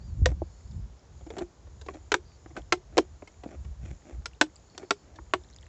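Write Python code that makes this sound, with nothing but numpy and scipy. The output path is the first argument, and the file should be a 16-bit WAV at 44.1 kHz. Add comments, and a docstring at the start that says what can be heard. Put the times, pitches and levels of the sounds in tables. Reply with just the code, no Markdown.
"""Beside a lake, hands squeeze and turn a thin plastic bottle; dents in its wall snap in and out.
Each snap sums damped modes of the wall and the enclosed air; sliding fingers drive the same modes with
uneven ticks, and tiny pitched ticks are short damped cycles. Wind buffets the microphone as shaped low
noise over a faint bed of air, insects shrill as narrow noise bands, and a far bird whistles gliding,
blurred sines. Weak scattered echoes surround the bottle."""
import sys
import numpy as np
from scipy import signal
from scipy.fft import rfft, irfft, next_fast_len
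from scipy.io import wavfile
from scipy.ndimage import uniform_filter1d

SR = 44100
rng = np.random.default_rng(int(sys.argv[2]) if len(sys.argv) > 2 else 0)


def inscribe(sig):
    """Save sig as 16-bit PCM at rate SR to the path in sys.argv[1].

    A 1-D sig is mono; a 2-D sig holds one channel per row.
    Samples are clipped to [-1, 1] before scaling.
    """
    pcm = np.round(np.clip(np.atleast_2d(sig).T, -1, 1) * 32767)
    wavfile.write(sys.argv[1], SR, pcm.astype(np.int16))


N = 250488


def gain_of(db):
    """Level law: decibels become an amplitude ratio."""
    return 10 ** (np.asarray(db) / 20)


def evened(x):
    """Normalisation: scales a signal to rms 1."""
    return x / np.sqrt(np.mean(x ** 2) + 1e-20)


def slow_noise(shape, size):
    """Smoothing: noise averaged twice over size samples keeps only its slow variation, at rms 1."""
    noise = rng.standard_normal(shape)
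    return evened(uniform_filter1d(uniform_filter1d(noise, size=size), size=size))


def read(points, hz):
    """Interpolation: a spectrum table is read on a log-frequency axis."""
    f, value = np.transpose(points)
    return np.interp(np.log(hz + 1), np.log(f + 1), value)


def coloured(x, points):
    """Linear filtering: the spectrum is multiplied by a table's gains, then brought to rms 1."""
    size = next_fast_len(len(x))
    gains = gain_of(read(points, np.fft.rfftfreq(size, 1 / SR)))
    return evened(irfft(rfft(x, size) * gains, size)[:len(x)])


def highpassed(x, order, hz):
    """High-pass filtering: a Butterworth filter removes what lies below hz."""
    return signal.sosfilt(signal.butter(order, hz, "high", fs=SR, output="sos"), x)


def add(mix, s, sound):
    """Superposition: a sound is summed into the mix from time s, cut at the end."""
    part = mix[round(s * SR):][:len(sound)]
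    part += sound[:len(part)]


# Wind strength through time: time_s [s], level_db [dB]
GUST_LEVELS = [(0, -36.5), (.16, -35.5), (.27, -22.5), (.36, -38), (.42, -33.5), (.53, -56), (.62, -47.5),
               (.78, -30.5), (1.04, -59.5), (1.17, -42.5), (1.55, -59), (1.65, -46), (2.35, -52.5),
               (2.56, -47), (2.78, -50.5), (2.94, -45.5), (3.35, -57.5), (3.5, -51), (3.6, -36.5),
               (3.625, -42), (3.7, -35), (3.75, -49.5), (3.845, -31.5), (3.875, -40.5), (3.92, -35.5),
               (3.97, -53.5), (4.095, -61.5), (4.13, -44.5), (4.195, -36.5), (4.22, -47.5), (4.4, -58.5),
               (5.0, -60), (5.2, -51.5), (5.68, -52.5)]
# Spectrum of the pressure swings: frequency_hz [Hz], density_db [dB per Hz, relative]
WIND_SPECTRUM = [(12, -49), (20, -27.5), (42, -2), (65, 5), (129, -12.5), (196, -18.5), (275, -35.5),
                 (353, -34.5), (400, -46), (520, -67), (880, -120)]
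SWELL_DB, LUMPS_DB = 1.6, 3.5  # rms of the random swells, and of the faster lumps above 110 Hz


def wind():
    """Turbulent pressure on the microphone port: low swings, whose stronger gusts reach higher."""
    time_s, level_db = np.transpose(GUST_LEVELS)
    gust_db = np.interp(np.arange(N) / SR, time_s, level_db) + SWELL_DB * slow_noise(N, 3000)
    swings = coloured(rng.standard_normal(N), WIND_SPECTRUM)
    upper = highpassed(swings, 2, 110)
    upper_db = 0.14 * (gust_db + 35.0) + LUMPS_DB * slow_noise(N, 700)
    return gain_of(gust_db) * (swings + (gain_of(upper_db) - 1) * upper)


# Spectrum of the steady air: frequency_hz [Hz], density_db [dB per Hz, relative]
AIR_SPECTRUM = [(59, -29.5), (100, -4.5), (256, -12.5), (357, -11), (933, -17), (1350, -22), (2720, -29),
                (5910, -27.5), (6980, -23.5), (8240, -42), (10700, -65.5), (18100, -120)]
AIR_DB = -61


def open_air():
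    """Stationary random noise: a steady bed with a fixed spectrum."""
    return gain_of(AIR_DB) * coloured(rng.standard_normal(N), AIR_SPECTRUM)


def resonate(x, hz, width):
    """Heterodyne filtering: the pitch curve hz is shifted to zero, smoothed twice and shifted back."""
    turn, r = np.exp(2j * np.pi * np.cumsum(hz) / SR), np.exp(-np.pi * width / SR)
    smooth = signal.lfilter([1 - r], [1, -r], x / turn)
    smooth = signal.lfilter([1 - r], [1, -r], smooth)
    return (turn * smooth).real


PHRASE_EDGES = 0.55  # share of a phrase spent swelling and fading


def chorus(phrases, bands, drift):
    """Narrow-band noise: a fuzzy shrill swells, drifts in pitch and fades in each phrase."""
    out = np.zeros(N)
    for s, length, db in phrases:
        along = np.linspace(-.5, .5, round(length * SR))
        noise = rng.standard_normal(len(along))
        shrill = np.zeros(len(along))
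        for hz, width, band_db in bands:
            band = resonate(noise, hz * (1 + drift * along), width)
            shrill += gain_of(band_db) * evened(band)
        envelope = signal.windows.tukey(len(along), PHRASE_EDGES)
        add(out, s, gain_of(db) * evened(shrill) * envelope)
    return out


# Phrases of the high chorus: start_s [s], length_s [s], level_db [dB]
HIGH_CHORUS_PHRASES = [(0, 0.26, -73.5), (.38, 0.47, -70.5), (1.08, 0.44, -69), (1.62, 0.61, -72),
                       (2.24, 0.52, -72.5), (2.8, 0.69, -75.5), (3.12, 0.7, -73.5), (3.75, 0.5, -71),
                       (4.4, 0.75, -72), (5.14, 0.41, -70.5)]
# Bands of the high chorus: pitch_hz [Hz], width of each smoothing_hz [Hz], level_db [dB, relative]
HIGH_CHORUS_BANDS = [(7044, 490, 1.5), (6700, 250, -4), (7016, 78, -6)]
# Phrases of lone insects: start_s [s], length_s [s], level_db [dB], first_pitch_hz [Hz],
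# last_pitch_hz [Hz], width of each smoothing_hz [Hz]
LONE_PHRASES = [(.42, .48, -77, 5320, 5140, 200), (.34, .5, -77, 4550, 4330, 420),
                (2.28, .66, -79, 5200, 5290, 200), (4.66, .45, -76, 5200, 5260, 200),
                (4.58, .52, -73, 4330, 4540, 420)]
HIGH_DRIFT = .03  # share by which the pitch climbs over a phrase


def insects():
    """Band-limited stridulation: a high chorus of several bands and lone insects of one band each."""
    out = chorus(HIGH_CHORUS_PHRASES, HIGH_CHORUS_BANDS, HIGH_DRIFT)
    for s, length, db, first, last, width in LONE_PHRASES:
        middle = (first + last) / 2
        out += chorus([(s, length, db)], [(middle, width, 0)], (last - first) / middle)
    return out


# Bird calls, one pair a call: blur_rad [radians], then rows of
# time_s [s], pitch_hz [Hz], level_db [dB]
BIRD_CALLS = [(.3, [(0, 4200, -56), (.025, 4650, -69), (.055, 4850, -65.5), (.1, 4550, -68),
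              (.185, 3650, -84)]), (1.6, [(2.245, 4500, -67), (2.28, 4770, -66.5), (2.38, 4430, -71)])]


def whistle(blur, rows):
    """Frequency modulation: a gliding near-sine flutters and blurs on its way over the water."""
    s, *columns = np.transpose(rows)
    t = np.arange(s[0], s[-1], 1 / SR)
    hz, db = (uniform_filter1d(np.interp(t, s, c), size=600) for c in columns)
    flutter = evened(uniform_filter1d(rng.standard_normal((2, len(t))), size=150))
    tone = np.sin(2 * np.pi * np.cumsum(hz) / SR + blur * flutter[1])
    return s[0], gain_of(db + 2.5 * flutter[0]) * tone * signal.windows.tukey(len(t), .2)


TICK_S = .0006  # time at which a tick's envelope peaks


def tick(db, hz):
    """Impulsive damping: a few quickly damped cycles with a rough edge."""
    t = np.arange(300) / SR
    rough = np.sin(2 * np.pi * hz * t) + 0.31 * rng.standard_normal(len(t))
    return gain_of(db) * rough * (t / TICK_S) * np.exp(1 - t / TICK_S)


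# The clearest tiny pitched ticks: start_s [s], level_db [dB], pitch_hz [Hz]
CLEAR_TICKS = [(0.676, -56, 4870), (.712, -54, 4660), (.994, -55, 5300), (2.619, -51.5, 3230),
               (4.314, -55, 2020), (4.334, -49.5, 2730), (4.349, -55.5, 3630), (4.558, -43.5, 7420),
               (4.563, -44, 4760), (4.7, -52.5, 4550), (5.536, -52, 4200), (5.563, -44, 5000),
               (5.562, -45.5, 6860), (5.586, -46, 3640), (5.629, -48, 3130), (5.666, -49.5, 1880)]
SCATTER_S, SCATTER_DB = (5.43, 5.67), -57  # span, and lowest level of the scatter near the end
STRAY_DB = -60.5  # lowest level of the faint ticks all along


def peeling():
    """Random point process: clear ticks, a fainter scatter near the end, and strays all along."""
    out, (start, end) = np.zeros(N), SCATTER_S
    for s, db, hz in CLEAR_TICKS:
        add(out, s, tick(db, hz))
    for when, size, pitch in rng.random((24, 3)):
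        add(out, start + when * (end - start), tick(SCATTER_DB + 4.6 * size, 1500 + 6000 * pitch))
    for when, size, pitch in rng.random((40, 3)):
        add(out, when * N / SR, tick(STRAY_DB + 4.3 * size, 1500 + 5000 * pitch))
    return out


# Sudden buffets: start_s [s], level_db [dB], pitch_hz [Hz], decay_s [s, to 1/e]
BUFFETS = [(0.2182, -8.5, 81, 0.014), (3.835, -39.5, 190, 0.015)]
KNOCK_RISE_S = 0.0015


def knock(db, hz, decay):
    """Damped oscillation: one low swing dies away exponentially."""
    t = np.arange(3000) / SR
    envelope = np.exp(-t / decay) * (1 - np.exp(-t / KNOCK_RISE_S))
    return -gain_of(db) * np.sin(2 * np.pi * hz * t) * envelope


# Free decay of the wall modes: frequency_hz [Hz], t60_s [s]
WALL_DECAY = [(300, 0.09), (660, 0.065), (1740, 0.043), (4590, 0.04), (8000, 0.028)]
# Dents snapping: start_s [s], level_db [dB], air_hz [Hz], loudest wall patch_hz [Hz],
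# hollow_db [dB, low wall and air], treble_db [dB], damping [share of the free ring time]
DENT_SNAPS = [(0.258, -11.5, 507, 1863, 1.5, -8, 0.57), (0.315, -42.5, 300, 1320, 21, -39, 0.41),
              (0.418, -35, 325, 1040, 31.5, -44, 0.19), (1.208, -46.5, 368, 1230, 11, -27, 0.44),
              (1.264, -43, 326, 1340, 16.5, -8, 0.49), (1.303, -33, 458, 944, 9, -10, 0.41),
              (1.367, -32, 305, 1410, 13, -17, 0.43), (1.383, -36.5, 385.5, 910, 13, -2, 0.93),
              (1.407, -39, 350.6, 1063, 16, -25, 1), (1.668, -51, 344, 1080, 8.5, -13, 0.67),
              (1.813, -37.5, 435, 1570, 0.5, -2, 0.43), (1.862, -43, 304, 1020, 10, -4, 0.55),
              (1.885, -23, 382, 1120, -0.5, -27, 0.62), (1.938, -44, 307, 960, 14, -9, 0.75),
              (2.118, -13.5, 414.4, 1370, 1.5, -10.5, 0.8), (2.141, -10, 360, 1580, 0, -13, 0.69),
              (2.46, -30.5, 326, 1170, 9.5, -23, 0.18), (2.505, -43, 325, 1220, 7, -20, 0.51),
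              (2.565, -28, 309, 1520, -2.5, -19.5, 1.0), (2.582, -42, 462, 1750, 10, -6, 0.48),
              (2.723, -7.5, 360, 1346, -2.5, -12, 0.83), (2.97, -25, 366, 1220, 15.5, -12, 0.84),
              (2.979, -14, 464, 1296, 11.5, -3.5, 0.39), (2.984, -7.5, 320, 1046, 5, -16.5, 0.51),
              (3.222, -32.5, 299, 890, 13, -25, 0.29), (3.274, -40, 320, 2140, -1.5, -7.5, 0.64),
              (3.435, -37, 290, 1170, 9.5, -12.5, 0.63), (3.46, -41, 300, 870, 32, -26, 0.17),
              (3.646, -43.5, 335, 890, 3.5, -15.5, 0.73), (4.257, -23.5, 453, 1390, -6.5, -4, 0.55),
              (4.412, -7, 308.5, 1518, 0, -9.5, 0.81), (4.462, -42, 307, 1150, 5.5, -10.5, 0.33),
              (4.778, -29, 380, 922, -1.5, -2.5, 0.39), (4.828, -36.5, 357, 1160, 11.5, -24, 0.51),
              (4.907, -9.5, 407, 1360, -4, -10, 0.67), (5.156, -51, 326, 1740, 7, 1, 1.0),
              (5.187, -29.5, 323, 1040, 0.5, -71, 0.41), (5.336, -10, 364.3, 1114, -3, -18, 0.72)]
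# t60 values are free ring times [s]; levels of air and overtone are against the low wall modes
PATCH_DB, PATCH_T60 = -2.5, 0.04
AIR_RING_DB, AIR_T60 = -9, 0.15
OVERTONE_HZ, OVERTONE_DB, OVERTONE_T60 = 725.3, -10.5, 0.061  # second ring of the enclosed air
THUMP_HZ, THUMP_DB, THUMP_T60 = 170, -26, 0.095  # the whole bottle jolts; level against the snap
LOW_WALL_DB = 2.5  # added to the hollowness for wall modes under the overtone
WAVER = .3  # rms wavering of the air ring as the wall settles: radians, and share of its amplitude


def snap(db, air_hz, patch_hz, hollow_db, treble_db, damping):
    """Modal synthesis: a flipping dent rings many wall modes, a louder patch and the enclosed air."""
    t = np.arange(4000) / SR

    def ring(hz, t60, rise_cycles):
        """Modal decay: 60 dB over the damped t60, after a rise timed in cycles, so bass swells later."""
        return np.exp(-np.log(1000) * t / (t60 * damping)) * (1 - np.exp(-t * hz / rise_cycles))

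    def sine(hz, shift=0):
        """Simple harmonic motion, its phase shift given in radians."""
        return np.sin(2 * np.pi * hz * t + shift)

    place, phase, size = rng.random((70, 3)).T
    hz = (290 + (np.arange(len(place)) + place) * 118)[:, None]
    low_db = hollow_db + LOW_WALL_DB
    colour = [(250, low_db), (700, low_db), (1200, 0.54), (2200, 0.083 * treble_db),
              (3500, treble_db + 7.0), (8500, treble_db)]
    mode_db = read(colour, hz) + 8.6 * (size[:, None] - .5)
    modes = gain_of(mode_db) * ring(hz, read(WALL_DECAY, hz), 0.8)
    wall = (modes * sine(hz, 2 * np.pi * phase[:, None])).sum(0) / 6
    patch = gain_of(PATCH_DB) * ring(patch_hz, PATCH_T60, 0.71) * sine(patch_hz)

    waver = WAVER * slow_noise((2, len(t)), 300)
    air = gain_of(hollow_db + AIR_RING_DB) * ring(air_hz, AIR_T60, 0.95)
    air *= sine(air_hz, waver[0]) * (1 + waver[1])
    overtone = gain_of(hollow_db + OVERTONE_DB) * ring(OVERTONE_HZ, OVERTONE_T60, 2.5)
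    overtone *= sine(OVERTONE_HZ, 2 * np.pi * phase[0])
    thump = gain_of(THUMP_DB) * ring(THUMP_HZ, THUMP_T60, 0.95) * sine(THUMP_HZ)

    onset_s = 0.00038 * gain_of(-.4 * (db + 7.0))  # weak dents roll over more slowly
    return gain_of(db) * (1 - np.exp(-t / onset_s)) * (wall + patch + air + overtone + thump)


CRUMPLE_S, CRUMPLE_DB = .007, -34  # time of the slips; dents weaker than this level slip most


def crumpled(sound, db):
    """Convolution with an impulse train: a weak dent lets go in a ragged handful of slips."""
    when, size = rng.random((6, 2)).T
    slips = np.zeros(round(CRUMPLE_S * SR) + 1)
    slips[(when * CRUMPLE_S * SR).astype(int)] = (2 * size - 1) / (1 + gain_of(db - CRUMPLE_DB))
    slips[0] = 1
    return np.convolve(sound, slips / np.linalg.norm(slips))


# Finger strokes on the wall: start_s [s], length_s [s], level_db [dB],
# brightness_db [dB, gain of the treble]
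FINGER_STROKES = [(0.262, 0.07, -40, 4.5), (1.286, 0.1, -47, 0), (1.367, 0.033, -35.5, 1),
                  (1.392, 0.052, -38, 0), (1.883, 0.05, -47.5, 4), (1.924, 0.068, -46.5, 1),
                  (2.546, 0.074, -39, 2), (2.897, 0.19, -52, -6), (3.423, 0.093, -47, -4),
                  (3.497, 0.077, -45, -0.5), (3.778, 0.21, -53, 9), (4.026, 0.17, -50, 3.5),
                  (4.738, 0.047, -57, 3), (4.771, 0.1, -48, 2), (4.966, 0.29, -60.5, 3)]
# Filter that colours the rubbing: frequency_hz [Hz], gain_db [dB]
RUB_FILTER = [(150, 3.5), (260, 0), (350, -5), (480, -3.5), (1000, -4), (2000, -5), (4000, -19), (8000, -8)]


def rubbing():
    """Stick-slip friction: clumps of uneven ticks over hiss set the wall and enclosed air ringing."""
    clumps = gain_of(2.8 * evened(uniform_filter1d(rng.standard_normal(N), size=220)))
    sizes = gain_of(4.2 * np.minimum(rng.exponential(1, N), 3))
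    slips = rng.random(N) < 1200 / SR  # about 1200 a second
    ticks = sizes * slips * rng.standard_normal(N)
    drive = clumps * (evened(ticks) + 0.29 * rng.standard_normal(N))
    body = snap(0, 350, 1500, 10.8, -7, damping=0.17)
    wall = coloured(signal.oaconvolve(drive, body)[:N], RUB_FILTER)
    treble = highpassed(wall, 2, 1800)
    out = np.zeros(N)
    for s, length, db, bright_db in FINGER_STROKES:
        span = slice(round(s * SR), round((s + length) * SR))
        sound = (wall[span] + (gain_of(bright_db) - 1) * treble[span]) / np.std(wall[span])
        fading = gain_of(np.linspace(3.5, -6, len(sound)))
        add(out, s, gain_of(db) * sound * signal.windows.tukey(len(sound), .8) * fading)
    return out


ECHO_DB, ECHO_T60 = -10.5, 0.087  # level against the direct sound; decay time in s


def surroundings(x):
    """Diffuse reflection: weak echoes from ground, knees and plants; small things return mostly treble."""
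    t = np.arange(6000) / SR
    scatter = signal.lfilter([1, -.8], 1, rng.standard_normal(len(t)))
    tail = scatter * gain_of(-60 * t / ECHO_T60) * (1 - np.exp(-t / 0.004))
    return x + gain_of(ECHO_DB) * signal.oaconvolve(x, tail / np.linalg.norm(tail))[:N]


def scene():
    """Superposition: open-air sounds reach the mix directly, bottle sounds with their echoes."""
    mix = wind() + open_air() + insects()
    for call in BIRD_CALLS:
        add(mix, *whistle(*call))
    for s, *row in BUFFETS:
        add(mix, s, knock(*row))
    bottle = peeling() + rubbing()
    for s, db, *row in DENT_SNAPS:
        add(bottle, s, crumpled(snap(db, *row), db))
    return (mix + surroundings(bottle))[None]


EDGE_HZ, TOP_HZ = 8050, 11600  # edges of the narrow band and of the final band limit
IMAGE_HZ, LEAK_DB = 16000, -32.5  # carrier and gain of the mirror image
HISS_DB = -99


def record(dry):
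    """Aliasing: after a bass cut, a slow converter adds a faint mirror image; band limit and hiss follow."""
    dry = highpassed(dry, 3, 42)
    narrow_filter = signal.firwin(161, EDGE_HZ, window=("kaiser", 8), fs=SR)[None]
    narrow = signal.oaconvolve(dry, narrow_filter, "same")
    mirrored = narrow * np.cos(2 * np.pi * IMAGE_HZ * np.arange(N) / SR)
    leaky = narrow + gain_of(LEAK_DB) * mirrored
    top_filter = signal.firwin(511, TOP_HZ, window=("kaiser", 11), fs=SR)[None]
    limited = signal.oaconvolve(leaky, top_filter, "same")
    return limited + gain_of(HISS_DB) * rng.standard_normal(dry.shape)


dry = scene()
out = record(dry)
inscribe(out)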